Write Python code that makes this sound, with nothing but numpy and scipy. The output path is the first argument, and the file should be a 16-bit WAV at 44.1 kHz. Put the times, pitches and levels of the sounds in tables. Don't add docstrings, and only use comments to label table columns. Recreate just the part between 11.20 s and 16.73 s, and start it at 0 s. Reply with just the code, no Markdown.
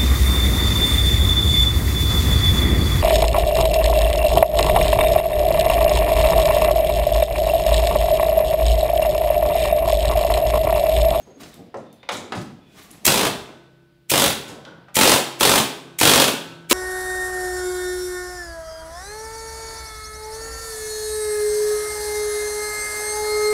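import sys
import numpy as np
from scipy import signal
from scipy.fft import rfft, irfft
from scipy.io import wavfile
from scipy.ndimage import uniform_filter1d

SR = 44100
rng = np.random.default_rng(int(sys.argv[2]) if len(sys.argv) > 2 else 0)


def store_wav(level_fs):
    pcm = np.round(np.clip(np.atleast_2d(level_fs), -1, 1) * 32767)
    wavfile.write(sys.argv[1], SR, pcm.T.astype(np.int16))


def convert_level_to_amplitude(level_db):
    exponent = np.asarray(level_db, float) / 20
    return 10 ** exponent


N = 243873
T = np.arange(N) / SR

# first blow t/s, stroke/ms, blows, crack level/dB, sag/dB per blow
BURSTS = [
    (1.8772, 22., 1, -8, 0),
    (1.902, 18.4, 9.63, -8.5, 0.28),
    (2.9147, 20.75, 8, -5.5, 0),
    (3.0777, 25.3, 2, -12, 1),
    (3.766, 21.5, 10, -3, -0.18),
    (4.2075, 21.3, 9.82, -2, 0.26),
    (4.8108, 20.8, 12, -2, 0),
    (5.0796, 18, 1.4, -8, 3),
    (5.5104, 16.8, 2.26, -1, -3),
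]
# thud level/dB, thud drift/dB per blow, exhaust level/dB,
# snap level/dB, snap drift/dB per blow
BIT_GRIP = [(-1, 0, -30, 2, 0), (-4.5, 1., -9.5, -3.5, 0), (-1.5, -0.42, -7.5, 2, 0.9), (-7.5, 4, -7, 3, 4),
            (-3, 0, -6, 4, -3), (-3, -0.08, -8.5, 0.5, -0.46), (-3, 0, -8, 2.5, -0.24), (1, 0, -2.5, 7, 0),
            (.5, -3.5, -2.5, 1, -1)]
STROKE_JITTER_MS, BLOW_SCATTER_DB = 0.9, 1.3
LAST_BLOW_DB, BEFORE_LAST_DB = -3.5, -0.5
STARTLE_DB, STARTLE_MS = 6, 12
# peak t/s, level/dB, swell/dB per ms, fade/dB per ms
PUFFS = [
    (1.854, -8, 5, 3.5),
    (1.866, -6.5, 8.5, 3),
    (2.898, -27, 14.5, 1),
    (2.904, -17, 3, 1.5),
    (3.745, -35.5, 11.5, 1.5),
    (3.756, -17.5, 3, 1),
    (4.201, -27, 2.5, 1.5),
    (4.789, -20.5, 6, 1.5),
    (4.802, -18.5, 3.5, 2),
    (5.5, -22, 3.5, 0.7),
]
# f/Hz, level/dB per Hz
BLOW_COLOUR = [(59, -59.5), (100, -29.5), (134, -10), (270, -8), (333, -6), (448, -4.5), (642, -6.5),
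               (845, -6.5), (2010, -11.5), (3270, -7.5), (5900, -15), (9200, -14.5), (15600, -23.5)]
# f/Hz, level/dB per Hz
AIR_COLOUR = [(240, -45.5), (400, -9), (1520, -13), (2160, 1.5), (4940, -2.5), (7030, 2.5), (7950, 2.5),
              (14700, -1.5), (15600, 0)]
SPLIT_HZ = 990
# f/Hz, t60/s, level/dB
WALL_MODES = [(140.6, 0.4, -25), (223, .15, -28), (269, 0.43, -26), (404, 0.51, -25.5), (455.2, 0.29, -23),
              (500., 0.13, -25.5), (558.3, 0.11, -19), (672, 0.021, -22.5), (875.6, 0.087, -21),
              (980, 0.025, -21.5), (2710, 0.03, -26), (3192, 0.008, -20.5), (3665, 0.028, -26.5),
              (9200, .005, -24)]
# f/Hz, t60/s, level/dB
ROOF_MODES = [(133.7, 4.1, -34.5), (165, 4.8, -35.5), (292, 2.4, -38), (344, 4.5, -33), (590, 3.3, -42.5),
              (937., 1.6, -39), (1246, 1.6, -40), (1324, 1.8, -40), (1503, 2.4, -37.5),
              (1588., 3., -45), (1610., 2.5, -48)]

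# t/s, sheet level/dB, sheet f/Hz, sheet width/octaves, rattle level/dB
CLANKS = [
    (.541, -29.5, 579, 1, -53),
    (.888, -25.5, 900, 1.6, -28),
    (1.12, -26.5, 520, 2.8, -35),
]
# delay/s, level over its source/dB, centre (share of sheet f, or f/Hz),
# width (share of sheet width, or octaves), contact/ms
STRIKE, SHEET = (0, 8.5, 1.12, 1.1, 11.0), (0.003, 0.5, 0.94, 0.93, 37.4)
RATTLE, CRACK = (0.03, -2, 3400.0, 2.5, 39), (0, 10.5, 2200.0, 2.1, 4.5)
# t/s, level/dB, centre f/Hz, width/octaves
TICKS = [(.232, -35, 1950, 3.), (.33, -45, 3500, 0.22), (.34, -40, 7000, 2.27), (.568, -45.5, 6500, .5),
         (.726, -45, 6000, 2.5), (.829, -38, 2360, 0.81), (.914, -39, 7500, .8), (.94, -38, 13000, .71),
         (.944, -28, 3530, .3), (.968, -25.5, 7010, 0.36), (1.213, -36, 3030, 3.), (1.22, -45, 12000, 1.),
         (1.627, -44, 12000, .8), (1.634, -42.5, 11000, 1.), (1.705, -40.5, 5000, 2.),
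         (1.711, -34.5, 9520, 1.), (3.449, -35, 2680, 1.4), (3.682, -40, 890, 1.9)]
TICK_MS_AT_1K, TICK_SLOPE = 12.0, 0.62
# t/s, level/dB, centre f/Hz, width/octaves, contact/ms
THUDS = [(.071, -41, 396, 1.1, 60), (.171, -37.5, 303, 0.57, 20.), (.3, -50, 60, 2., 97),
         (.388, -39.5, 420, 1.4, 20), (.559, -34, 165, 1.4, 70), (.83, -40.5, 700, 1.3, 10),
         (.912, -32, 230, 2.8, 155), (1.15, -22.5, 156, 1.18, 66), (1.862, -21.5, 135, 0.96, 28),
         (2.05, -29.5, 120, 2., 61), (3.05, -26.5, 109.8, 1.7, 74), (1.865, -15, 500, 2., 12),
         (2.17, -43, 70, 1.5, 80), (2.29, -36.5, 250, 3.3, 29), (3.2, -39, 89, 1.1, 34),
         (3.279, -36, 2983, 3, 30.), (3.29, -32.5, 229, 3.1, 80), (3.455, -44, 1510, 0.16, 58),
         (3.46, -38.5, 382, 2.75, 79), (3.55, -47, 110, 1.6, 60.), (5.27, -43, 128, 0.41, 130)]

# peak t/s, rumble level/dB, hiss level/dB,
# swell/dB per s, fade/dB per s
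SHIFTS = [
    (0., -44.5, -54, 400, 303),
    (.068, -45, -65, 900, 118),
    (0.211, -38.5, -41.5, 700, 120),
    (.402, -40, -76, 300, 170),
    (1.3, -44, -64.5, 301, 110),
    (1.474, -55, -77.5, 299.5, 200.5),
    (1.555, -53.5, -51, 401, 41.5),
    (1.6, -53.5, -48.5, 220, 220),
    (1.724, -51.5, -58, 300.5, 25.5),
    (1.84, -47, -58, 900, 900),
]
# f/Hz, level/dB per Hz
RUMBLE_COLOUR = [(15, -59), (25, -23), (134, -15), (156, -9), (275, -11.5), (555, -20), (694, -19),
                 (1500, -46), (1950, -72.5), (3300, -120)]
# f/Hz, level/dB per Hz
HISS_COLOUR = [(410, -32.5), (700, -4.5), (1090, -6), (1190, -4), (1380, -7.5), (1720, -6.5), (6880, -13),
               (15600, -21)]
# start t/s, end t/s, f/Hz, width/Hz, level/dB
WHISTLES = [
    (0., .17, 6500., 50., -66),
    (.28, .4, 7900., 70., -69),
    (.655, .885, 3580., 35., -63.5),
    (1.42, 1.55, 3420., 60., -65),
    (1.42, 1.54, 2500., 60., -68),
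    (1.72, 1.8, 7900., 80., -68),
]

# f/Hz, early t60/s, late t60/s, late share level/dB
CABIN = [(60., 0.13, 0.39, -19.5), (250., 0.3, 1.03, -4.5), (1000., 0.43, 1.09, -14),
         (4030, 0.39, 0.79, -7.5), (12000., 0.32, 0.66, -19.5)]
CABIN_DB = -3.5
# f/Hz, level/dB per Hz
YARD_COLOUR = [(25, -12.5), (60, -8.5), (156, -1), (340, -8), (600, -20), (1500, -21.5), (3300, -22),
               (5000, -27), (6500, -46), (15600, -74.5)]
YARD_DB = -60.5
# t/s, level/dB
YARD_GAIN = [(0., 3.5), (1.85, 3), (2.4, 0), (2.9, -2), (3.3, 4), (5.5, 0.5)]
# f/Hz, level/dB per Hz
TRAFFIC_COLOUR = [(20, -7.5), (40, 1), (70, -0.5), (140, -36.5)]
MIC_LOW_HZ, MIC_TOP_HZ = 55.0, 15600


def coloured(points):
    hz, db = np.transpose(points)
    f = np.maximum(np.arange(N // 2 + 1) * SR / N, 1)
    gain = convert_level_to_amplitude(np.interp(np.log(f), np.log(hz), db))
    x = irfft(rfft(rng.standard_normal(N)) * gain, N)
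    return x / x.std()


def band_noise(low_high_hz, shape):
    band = signal.butter(2, low_high_hz, "band", fs=SR, output="sos")
    return signal.sosfilt(band, rng.standard_normal(shape))


def contact(s, db, swell_db_ms, fade_db_ms):
    i = np.arange(max(int((s - 0.05) * SR), 0), min(int((s + 0.3) * SR), N))
    ms = 1000 * (T[i] - s)
    env = np.zeros(N)
    env[i] = convert_level_to_amplitude(db + np.where(ms < 0, swell_db_ms * ms, -fade_db_ms * ms))
    return env


def ring(x, modes):
    out = 0
    for hz, t60, db in modes:
        r = 1000.0 ** (-1 / (t60 * SR))
        w = 2 * np.pi * hz / SR
        level = convert_level_to_amplitude(db) * 2 * np.sqrt(1 - r) * np.sin(w)
        out = out + level * signal.lfilter([1], [1, -2 * r * np.cos(w), r * r], x)
    return out


def flutter(rate_hz, depth_db):
    k = int(SR / rate_hz)
    steps = np.repeat(rng.standard_normal(N // k + 1), k)
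    return convert_level_to_amplitude(depth_db * uniform_filter1d(steps, k)[:N])


def strokes():
    rows = []
    for burst, grip in zip(BURSTS, BIT_GRIP):
        s, ms, count, db, sag_db = burst
        thud_db, thud_drift, exhaust_db, snap_db, snap_drift = grip
        k = np.arange(round(count))
        chance = rng.standard_normal((len(k), 2)) * (k > 0)[:, None]
        at = s + (k * ms + STROKE_JITTER_MS * chance[:, 0]) / 1000
        closing = (k > 0) * np.where(k == k[-1], LAST_BLOW_DB, (k == k[-1] - 1) * BEFORE_LAST_DB)
        startle = STARTLE_DB * np.exp(-1000 * (at - BURSTS[0][0]) / STARTLE_MS)
        crack_db = db - sag_db * k + closing + startle + BLOW_SCATTER_DB * chance[:, 1]
        rows += zip(at, crack_db, thud_db + thud_drift * k, exhaust_db + 0 * k, snap_db + snap_drift * k)
    return rows


def hammer():
    hits = strokes()
    stroke = sum(contact(at + 0.001, db - 7, 14.0, 1.35) for at, db, *_ in hits)
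    crack = uniform_filter1d(stroke, size=SR // 400)
    thud = sum(contact(at + 0.00266, db + own - 9.5, 6.6, 0.88) for at, db, own, _, _ in hits)
    exhaust = sum(contact(at + 0.011, db + own - 10.5, 5.3, 1.18) for at, db, _, own, _ in hits)
    snap = sum(contact(at + 0.0013, db + own - 14.5, 14.0, 3.1) for at, db, _, _, own in hits)
    puffs = sum(contact(at, db + 4, up, down) for at, db, up, down in PUFFS)

    steel = coloured(BLOW_COLOUR)
    low = signal.sosfilt(signal.butter(1, SPLIT_HZ, fs=SR, output="sos"), steel)
    high = steel - low
    blows = high / high.std() * crack * flutter(900, 2.5) + low / low.std() * thud
    air = coloured(AIR_COLOUR) * (exhaust + snap + uniform_filter1d(puffs, size=SR // 600))
    port = ring(rng.standard_normal(N) * puffs, [(2270.0, 0.012, -11.5)])
    push = rng.standard_normal(N) * (crack + thud)
    near = port + blows + ring(push, WALL_MODES) + air
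    return near, ring(push, ROOF_MODES)


def clank_contacts():
    rows = []
    for s, sheet_db, sheet_hz, wide, rattle_db in CLANKS:
        parts = [(STRIKE, sheet_db, sheet_hz, wide), (SHEET, sheet_db, sheet_hz, wide),
                 (RATTLE, rattle_db, 1, 1), (CRACK, rattle_db, 1, 1)]
        for (delay, over_db, centre, width, ms), db, unit, span in parts:
            rows.append((s + delay, db + over_db, unit * centre, span * width, ms))
    return rows


def knocks():
    ticks = [(s, db, hz, octaves, TICK_MS_AT_1K * (1000 / hz) ** TICK_SLOPE) for s, db, hz, octaves in TICKS]
    out = 0
    for s, db, hz, octaves, ms in THUDS + ticks + clank_contacts():
        edges = np.clip([hz * 2 ** (-octaves / 2), hz * 2 ** (octaves / 2)], 20, 20000)
        x = band_noise(edges, N)
        out = out + x / x.std() * contact(s + 0.002, db - 4, 16.0, 8.7 / ms)
    return out


def scuffs():
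    low, high = 0, 0
    for s, low_db, high_db, up, down in SHIFTS:
        drag = convert_level_to_amplitude(np.where(T < s, up * (T - s), down * (s - T)))
        low = low + drag * convert_level_to_amplitude(low_db - 5.0)
        high = high + drag * convert_level_to_amplitude(high_db - 3.5)
    rumble = coloured(RUMBLE_COLOUR) * low * flutter(26, 1.3)
    hiss = coloured(HISS_COLOUR) * high * flutter(70, 2.5)
    return rumble + hiss


def whistles():
    out = 0
    for start, end, hz, width_hz, db in WHISTLES:
        x = signal.lfilter(*signal.iirpeak(hz, hz / width_hz, fs=SR), rng.standard_normal(N))
        fade = np.interp(T, [start - 0.01, start, end, end + 0.026], [0, 1, 1, 0])
        out = out + x / x.std() * convert_level_to_amplitude(db) * fade
    return out


def cabin(x, count=4):
    t = T[:int(1.6 * SR)]
    table_hz, *columns = np.transpose(CABIN)
    echo = 0
    for hz in 40 * 2 ** np.arange(0, 9, 0.5):
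        early, late, late_db = (np.interp(np.log(hz), np.log(table_hz), column) for column in columns)
        fall = convert_level_to_amplitude(-60 * t / early) / np.sqrt(early)
        fall = fall + convert_level_to_amplitude(late_db - 60 * t / late) / np.sqrt(late)
        echo = echo + band_noise([hz / 2 ** 0.25, hz * 2 ** 0.25], (count, len(t))) * fall
    echo = echo * np.minimum(t / 0.0078, 1) * np.sqrt(2 * np.log(1000) / SR)
    turns = np.outer(rng.uniform(5, 15, count), T) + rng.random((count, 1))
    spot = np.cos(2 * np.pi * turns)
    spot = spot / np.sqrt(np.sum(spot ** 2, axis=0))
    return signal.fftconvolve(x * spot, echo, axes=1)[:, :N].sum(axis=0)


def yard():
    gain_db = np.interp(T, *np.transpose(YARD_GAIN))
    return coloured(YARD_COLOUR) * convert_level_to_amplitude(YARD_DB + gain_db) * flutter(13, 1.0)


def traffic():
    return coloured(TRAFFIC_COLOUR) * convert_level_to_amplitude(-67) * flutter(4, 2.0)


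def scene():
    near, roof = hammer()
    near = near + knocks() + scuffs()
    mix = near + convert_level_to_amplitude(CABIN_DB) * cabin(near) + roof + whistles() + yard() + traffic()
    return mix[None]


def low_pass(x):
    return signal.sosfilt(signal.butter(12, 17000, fs=SR, output="sos"), x)


def record(dry):
    x = signal.sosfilt(signal.butter(2, MIC_LOW_HZ, "high", fs=SR, output="sos"), dry)
    x = 0.85 * np.tanh(x / 0.85)
    x = signal.sosfilt(signal.ellip(8, 0.3, 56, MIC_TOP_HZ, fs=SR, output="sos"), x)
    return low_pass(x)


dry = scene()
out = record(dry)
store_wav(out)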